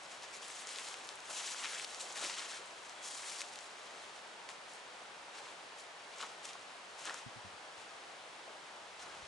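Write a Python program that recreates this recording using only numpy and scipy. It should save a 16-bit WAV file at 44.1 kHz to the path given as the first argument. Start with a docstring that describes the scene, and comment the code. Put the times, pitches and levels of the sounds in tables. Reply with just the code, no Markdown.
"""The edge of a wood, in tall grass, heard from the stereo microphone of a hand-held camera.
Just below it someone wades through the plants, then slows to a few careful steps: blades hiss and
leaves rustle against the legs, stems snap, and dry litter and twigs crunch under the soles.
Right at the microphone the camera whines and is bumped softly by the hand.
Far off, wind washes through the trees and a bird whistles once."""
import sys
import numpy as np
from scipy import signal
from scipy.fft import rfft, irfft
from scipy.io import wavfile
from scipy.ndimage import uniform_filter1d

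SR = 44100
rng = np.random.default_rng(int(sys.argv[2]) if len(sys.argv) > 2 else 0)


def master_out(mix):
    """Clip the mix to full scale and print it as 16-bit PCM to the path in sys.argv[1]."""
    frames = np.transpose(np.atleast_2d(mix))
    ceiling = np.clip(frames, -1, 1)
    pcm = np.round(ceiling * 32767).astype(np.int16)
    wavfile.write(sys.argv[1], SR, pcm)


N = 408807
TIME, FREQS = np.arange(N) / SR, np.fft.rfftfreq(N, 1 / SR)


# a leg sweeps through the plants: (start [s], length [s], level [dB], blades over leaves [dB])
LEG_SWEEPS = [(0.1, 0.02, -49, -2), (0.22, 0.027, -52, -10), (0.326, 0.025, -50.5, 2),
              (0.408, 0.22, -50.5, 2), (0.654, 0.28, -49, 0), (0.664, .025, -49, -1),
              (0.953, 0.17, -58, -2), (1.238, 0.05, -55, 5), (1.282, 0.13, -46.5, 3.5),
              (1.346, 0.18, -45, -1), (1.546, 0.17, -44.7, -4), (1.707, 0.12, -46, -1),
              (1.86, 0.27, -52, 2), (1.99, 0.019, -43.5, 8), (2.14, 0.31, -46, -3),
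              (2.466, 0.11, -48.5, -5), (3.014, 0.28, -47.5, 7), (3.249, 0.16, -46.5, 2.5),
              (3.425, 0.23, -60, 6), (3.754, 0.34, -62, -4), (4.141, 0.022, -55, -3),
              (4.478, 0.024, -51.5, -2.5), (4.67, 0.088, -58.5, 17), (5.329, 0.065, -54, -8),
              (5.41, 0.1, -57.5, -7), (5.767, 0.031, -54, 6), (6.422, 0.073, -50, -3),
              (6.51, 0.13, -65, -12), (6.973, 0.039, -53.5, 7), (7.127, .065, -52, -10),
              (7.766, 0.046, -58, -4), (8.983, 0.037, -51, -6), (9.042, 0.28, -60.5, -13)]
# a foot presses a tuft flat: (heaviest moment [s], level [dB], blades over leaves [dB])
TUFT_TREADS = [(1.485, -44.5, 15), (2.237, -40, -0.5), (6.213, -47, -11), (7.07, -46, -5)]

def contacts(attack_s=0.021, swell_db_per_s=0.5, release_s=0.028, press_s=0.052, ease_s=0.066):
    """Yields each touch of the plants as (amplitude over time, blades over leaves [dB])."""
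    stirring_db = np.interp(TIME, (3.5, 4.7), (-58.5, -71.5))  # constant stir, less as the wading slows
    yield gain_of(stirring_db), -5
    for start, length, db, blades_db in LEG_SWEEPS:
        t = np.maximum(TIME - start, 0)
        catch = np.minimum(t / attack_s, 1)
        spring_back = np.exp(-np.maximum(t - length, 0) / release_s)
        yield catch * spring_back * gain_of(db + swell_db_per_s * (t - length / 2)), blades_db
    for s, db, blades_db in TUFT_TREADS:
        pressure = np.exp(np.minimum((TIME - s) / press_s, (s - TIME) / ease_s))
        yield gain_of(db) * pressure, blades_db


# thin grass blades, close up: (frequency [Hz], gain [dB])
BLADE_COLOUR = [(300, -54), (1500, -23), (3500, -5), (5500, -2.5), (7200, -0.5), (8200, -3), (9200, -6),
                (11000, -9)]
# broad leaves, close up: (frequency [Hz], gain [dB])
LEAF_COLOUR = [(80, -55), (200, -18.5), (500, -11), (1100, -2), (2000, -1.5), (3300, -0.5), (5000, -5),
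               (7500, -6.5), (11000, -22)]
# nearby plants at the two microphone ports: (frequency [Hz], left-right likeness [0..1])
NEAR_LIKENESS = [(100, 0.86), (600, 0.79), (1200, 0.84), (2800, 0.96), (6000, 0.93), (8500, 1),
                 (11000, 0.39)]
# nearby plants reach the left port first: (frequency [Hz], phase lead [rad])
NEAR_LEAD = [(100, .1), (1000, 0.24), (2700, 0.12), (6500, .3), (8200, 0.97), (11000, 0.98)]

def brushing(swish_db=-0.11, tick_db=-64, tick_growth=0.59, usual_db=-50):
    """Blades hiss and leaves rustle against the legs; in gentle contact single stalks tick out."""
    blade_power, leaf_power = np.zeros((2, N))
    for level, blades_db in contacts():
        leaf_share = 1 / (1 + gain_of(blades_db) ** 2)
        blade_power += (1 - leaf_share) * level ** 2
        leaf_power += leaf_share * level ** 2
    strength_db = 10 * np.log10(blade_power + leaf_power)
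    blades = rustle(BLADE_COLOUR, per_s=2200, spread_db=1.3, ring_s=0.00018, rub_db=-0.5)
    leaves = rustle(LEAF_COLOUR, per_s=2000, spread_db=4.0, ring_s=0.00096, rub_db=2.5)
    stalks = ports(grains(per_s=220, spread_db=4.5, ring_s=0.00017), BLADE_COLOUR, NEAR_LIKENESS)
    swish = gain_of(swish_db) * (np.sqrt(blade_power) * blades + np.sqrt(leaf_power) * leaves)
    return swish + stalks * gain_of(tick_db + tick_growth * (strength_db - usual_db))


def rustle(colour, per_s, spread_db, ring_s, rub_db, clump_db=1.5):
    """Grains over smooth rubbing, arriving in clumps as tufts catch and slip free."""
    friction = grains(per_s, spread_db, ring_s) + gain_of(rub_db) * rng.standard_normal((2, N))
    clumped = tuft_patches(friction) * gain_of(clump_db * drift(rate_hz=38))
    return ports(clumped, colour, NEAR_LIKENESS, curve(NEAR_LEAD))


def grains(per_s, spread_db, ring_s, fibre_kinds=16):
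    """Tiny slips and fractures of uneven size; every kind of fibre has its own brief ring."""
    t, out = np.arange(256) / SR, np.zeros((2, N))
    for _ in range(fibre_kinds):
        slips = rng.random(N) < per_s / fibre_kinds / SR
        clicks = slips * gain_of(spread_db * np.minimum(rng.exponential(1, N), 4))
        rings = unit_rms(rng.standard_normal((2, len(t))) * np.exp(-t / ring_s))
        out += signal.oaconvolve(clicks[None], rings, axes=1)[:, :N]
    return unit_rms(out - out.mean(1, keepdims=True))


def tuft_patches(x, patchy_db=1.5):
    """Each tuft has a colour of its own: random patches, about 15 ms long and 1.5 kHz wide."""
    spectra = signal.stft(x, nperseg=256)[2]
    patches = rng.standard_normal((spectra.shape[2], spectra.shape[1]))
    patches = uniform_filter1d(patches, size=5, axis=0)  # along time
    patches = uniform_filter1d(patches, size=9, axis=1)  # along frequency
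    return signal.istft(spectra * gain_of(patchy_db * unit_rms(patches).T), nperseg=256)[1][:, :N]


# stems snap around the legs: (time [s], level [dB], pitch [Hz])
STEM_SNAPS = [(0.223, -35, 4500), (0.232, -35, 5500), (.501, -35, 2200), (.6704, -28, 5800),
              (.759, -26, 4300), (0.785, -24.5, 3500), (.798, -33, 2300), (.941, -28.5, 2880),
              (1.073, -34, 9000), (1.0894, -25, 4170), (1.155, -32, 9000), (1.203, -32, 5300),
              (1.638, -27, 4000), (1.656, -25, 2800), (1.797, -25.5, 2400), (1.807, -29, 3000),
              (1.8448, -23.5, 3600), (1.8482, -26, 4200), (1.946, -25, 5400), (2.02, -34, 7000),
              (2.895, -33, 6000), (3.296, -29, 4200), (3.4061, -24, 4000), (3.4108, -29, 6500),
              (3.416, -30, 7000), (3.4161, -25, 5000), (3.486, -36, 6500), (3.557, -30, 4500),
              (3.5883, -31, 5000), (4.4893, -30, 4620), (6.2116, -26, 3360), (6.2258, -27, 3400),
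              (6.451, -29, 7500), (6.454, -26, 6500), (6.49, -36, 4500), (6.491, -37, 3200),
              (6.532, -34, 4500), (7.0534, -23.5, 6960), (7.0955, -31, 3800), (7.142, -24, 7000)]

def snapping_stems(cycles=0.82, splinter_db=-15, splinter_s=0.0015, right_db=-3.0):
    """A stem gives way in a crack of a few cycles, and its fibres splinter for some milliseconds."""
    t, left = np.arange(900) / SR, np.zeros(N)
    for s, db, hz in STEM_SNAPS:
        crack = np.cos(2 * np.pi * hz * t) * t * np.exp(-2 * t * hz / cycles)
        splinters = gain_of(splinter_db) * rng.standard_normal(len(t)) * np.exp(-t / splinter_s)
        add(left, s + 0.00106, gain_of(db) * (crack / abs(crack).max() + splinters))
    left = low_cut(left, hz=900)
    right = irfft(rfft(left) * np.exp(-1j * curve(NEAR_LEAD)), N)
    return np.array([left, gain_of(right_db) * right])


# a sole crushes dry litter: (heaviest moment [s], level [dB], half-length [s], pitch [Hz])
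LITTER_CRUNCHES = [(1.308, -48.5, 0.012, 1210), (1.649, -51.5, 0.02, 2320), (1.746, -49.5, 0.02, 1700),
                   (2.07, -54.5, 0.053, 830), (2.17, -51, .008, 850), (2.239, -49, 0.03, 950),
                   (2.242, -54, 0.02, 266), (2.536, -54, 0.019, 1400), (2.609, -59.5, 0.019, 430),
                   (6.243, -51, 0.02, 1050), (7.093, -46, 0.018, 1480), (8.502, -57, 0.014, 650),
                   (8.771, -57.5, 0.043, 836), (9.104, -57, 0.053, 1180)]
# litter on the ground, heard from hand height: (frequency [Hz], gain [dB])
LITTER_COLOUR = [(60, -33), (200, 2), (500, 12.5), (1000, 6), (1800, 10.5), (3500, 12), (6000, -4),
                 (11000, -7)]

def crunching_litter(slip_s=0.0051, cycles=2.5, scatter=0.21, size_db=0.5, grit=0.33, slips=90):
    """Litter gives way in a quick, uneven run of gritty knocks; softer ground sounds lower."""
    t, out = np.arange(400) / SR, np.zeros((2, N))
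    for s, db, half, hz in LITTER_CRUNCHES:
        span = np.arange(-4 * half, 4 * half, 1 / SR)
        weight = np.exp(-.5 * (span / half) ** 2)
        for side in out:
            run = np.zeros(len(span))
            for k, (late, detune, size) in enumerate(rng.standard_normal((slips, 3))):
                tone = np.sin(2 * np.pi * hz * np.exp(scatter * detune) * t)
                knock = (tone + grit * rng.standard_normal(len(t))) * np.exp(-t * hz / cycles)
                add(run, slip_s * (k + 0.312 * late), gain_of(size_db * size) * knock)
            crunch = unit_rms(run * weight) * np.sqrt(np.mean(weight ** 2))
            add(side, s + span[0], gain_of(db) * crunch)
    return np.std(out) * ports(out, LITTER_COLOUR, NEAR_LIKENESS, curve(NEAR_LEAD))


# dead twigs break underfoot: (time [s], level [dB], pitch [Hz])
TWIG_BREAKS = [(1.5458, -33, 1500), (1.6452, -29, 1900), (3.407, -38, 1900), (3.4172, -33, 2210),
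               (4.49, -36, 2100), (4.497, -42, 1000), (6.2046, -35, 1250), (6.229, -33, 1300),
               (6.2337, -30.5, 1250), (6.238, -34, 1140), (6.245, -35, 950), (6.5543, -37.5, 1190),
               (7.0677, -38, 1700), (7.072, -35, 2050), (7.075, -33, 1250), (7.0887, -35, 1520),
               (7.0955, -32, 1670), (7.1035, -37.5, 800), (7.1066, -37, 1380), (7.1093, -36, 1050),
               (7.1268, -41, 1500), (7.135, -38, 1430), (7.1442, -32, 1350), (8.4792, -41, 650)]

def breaking_twigs(cycles=1.16, grit=0.14, right_db=-2):
    """A dead twig breaks under the sole: a woody knock of two or three cycles, muffled by the foot."""
    t, out = np.arange(400) / SR, np.zeros((2, N))
    for s, db, hz in TWIG_BREAKS:
        swell = t * np.exp(-2 * t * hz / cycles)
        for side in out:
            fibres = unit_rms(uniform_filter1d(rng.standard_normal(len(t)), size=6))
            knock = np.sin(2 * np.pi * hz * t) + grit * fibres
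            add(side, s, gain_of(db) * swell / swell.max() * knock)
    return low_cut(out, hz=220) * gain_of([[0], [right_db]])


def wood_echo(x, t60_s=0.4, echoes_per_s=2000):
    """Trunks and foliage scatter back a thin tail, different at each port."""
    t = np.arange(SR // 2) / SR
    echoes = rng.standard_normal((2, len(t))) * (rng.random((2, len(t))) < echoes_per_s / SR)
    tail = echoes * gain_of(-60 * t / t60_s)
    return signal.fftconvolve(x, tail / np.linalg.norm(tail[0]), axes=1)[:, :N]


# the hand shifts, right at the microphone: (time [s], level [dB], pitch [Hz], length [s])
HAND_BUMPS = [(7.258, -47, 131, 0.047), (7.355, -54, 125, 0.066), (7.44, -54, 103, 0.077),
              (7.525, -65, 97, .06), (7.77, -69, 103, 0.058), (9.215, -61, 72, 0.054)]

def handling(overtone_db=-2, right_lag_s=0.0014, roughness=0.19):
    """The grip slips: a short, low creak of the camera body, sagging in pitch, left port first."""
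    out = np.zeros((2, N))
    for s, db, hz, length in HAND_BUMPS:
        progress = np.arange(0, 2, 1 / (length * SR))
        phase = 2 * np.pi * hz * length * (progress - 0.1 * progress ** 2)
        grip = 1 + roughness * unit_rms(uniform_filter1d(rng.standard_normal(len(progress)), size=200))
        swell = grip * np.minimum(progress / 0.12, 1) * np.exp(-(progress / 0.56) ** 3)
        creak = gain_of(db) * swell * (np.sin(phase) + gain_of(overtone_db) * np.sin(2 * phase))
        add(out[0], s, creak)
        add(out[1], s + right_lag_s, creak)
    return out


# wind in distant treetops: (frequency [Hz], gain [dB])
TREETOP_COLOUR = [(15, -60), (25, -35), (100, -21), (140, -17), (267, -12.5), (319, -9.5), (500, -4),
                  (640, -2), (830, -1), (1000, -1.9), (1300, -3.5), (3320, -9), (8530, -20), (9200, -23),
                  (11000, -27), (14300, -89), (22000, -120)]
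# moving air at the two ports: (frequency [Hz], left-right likeness [0..1])
WIND_LIKENESS = [(60, 0.96), (200, 0.84), (400, 0.83), (700, 0.64), (1200, 0.56), (2200, 0.21),
                 (4000, 0.55), (11000, 0.47)]
# a draught on the microphone itself: (frequency [Hz], gain [dB])
DRAUGHT_RUMBLE = [(15, -6), (40, -6), (90, 1), (200, -3), (600, -50), (2000, -80)]
# puffs of air on the microphone: (time of peak [s], level [dB], half-length [s])
AIR_PUFFS = [(7.25, -88, .2), (9.27, -75, 0.29)]

def wind(trees_db=-53, still_air_db=-104):
    """The even wash of far treetops, and a faint draught on the microphone."""
    swell_db = .2 * drift(rate_hz=3)
    trees = ports(rng.standard_normal((2, N)), TREETOP_COLOUR, WIND_LIKENESS, lead_rad=0.3)
    draught = ports(rng.standard_normal((2, N)), DRAUGHT_RUMBLE, WIND_LIKENESS)
    puffs = sum(gain_of(db) * np.exp(-.5 * ((TIME - s) / half) ** 2) for s, db, half in AIR_PUFFS)
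    return trees * gain_of(trees_db + swell_db) + draught * (gain_of(still_air_db) + puffs)


# the course of a distant bird's note: (time [s], pitch [Hz], level [dB])
BIRD_NOTE = [(2.925, 3400, -72), (2.955, 3410, -61), (3.04, 3340, -58.5), (3.14, 3270, -61),
             (3.19, 3180, -70)]

def bird():
    """One thin, falling whistle from far off."""
    s, hz, db = np.transpose(BIRD_NOTE)
    level = gain_of(np.interp(TIME, s, db)) * (TIME > s[0]) * (TIME < s[-1])
    return level * np.sin(2 * np.pi * np.cumsum(np.interp(TIME, s, hz)) / SR)


# the camera's electronics, beside the microphone: (frequency [Hz], level [dB])
WHINE_TONES = [(8950, -79.3), (9000, -79.3)]

def camera_whine():
    """A thin electronic whine of two close tones."""
    waver_rad = .2 * drift(rate_hz=5)
    return sum(gain_of(db) * np.sin(2 * np.pi * hz * TIME + waver_rad) for hz, db in WHINE_TONES)


def ports(pair, colour, likeness, lead_rad=0):
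    """Colours two unrelated signals and blends them into left and right ports; their mean has rms 1."""
    left, unrelated = rfft(pair) * gain_of(curve(colour))
    same = np.clip(curve(likeness), -1, 1)
    right = (same * left + np.sqrt(1 - same ** 2) * unrelated) * np.exp(-1j * lead_rad)
    out = irfft(np.array([left, right]), N)
    return out / np.std(out.mean(0))


def drift(rate_hz):
    """A random wander of rms 1 that rolls off above the given rate."""
    return unit_rms(irfft(rfft(rng.standard_normal(N)) / (1 + (FREQS / rate_hz) ** 4), N))


def curve(points):
    """Spreads a table over FREQS on a log-frequency axis."""
    hz, value = np.transpose(points)
    return np.interp(np.log(FREQS + 1), np.log(hz + 1), value)


def low_cut(x, hz):
    """Second-order high-pass."""
    return signal.sosfilt(signal.butter(2, hz, "high", fs=SR, output="sos"), x)


def add(mix, s, sound):
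    """Mixes a sound in at time s."""
    part = mix[max(round(s * SR), 0):][:len(sound)]
    part += sound[:len(part)]


def gain_of(db):
    """Decibels to amplitude."""
    return 10 ** (np.asarray(db) / 20)


def unit_rms(x):
    """Scales to rms 1."""
    return x / np.sqrt(np.mean(x ** 2) + 1e-20)


def scene():
    """The walker is just below the microphone and a little to the left; the wood lies beyond."""
    plants = (brushing() + crunching_litter()) * gain_of([[1], [-1]])
    walker = plants + snapping_stems() + breaking_twigs()
    echo = gain_of(-13.0) * wood_echo(walker)
    air = wind() * gain_of([[.35], [-.35]])
    return walker + echo + air + handling() + bird() + camera_whine()


def record(dry):
    """The camera's recorder cuts off steeply above about 11 kHz."""
    band_limit = signal.firwin(801, 11140, window=("kaiser", 8), fs=SR)
    return signal.oaconvolve(dry, band_limit[None], "same")


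dry = scene()
out = record(dry)
master_out(out)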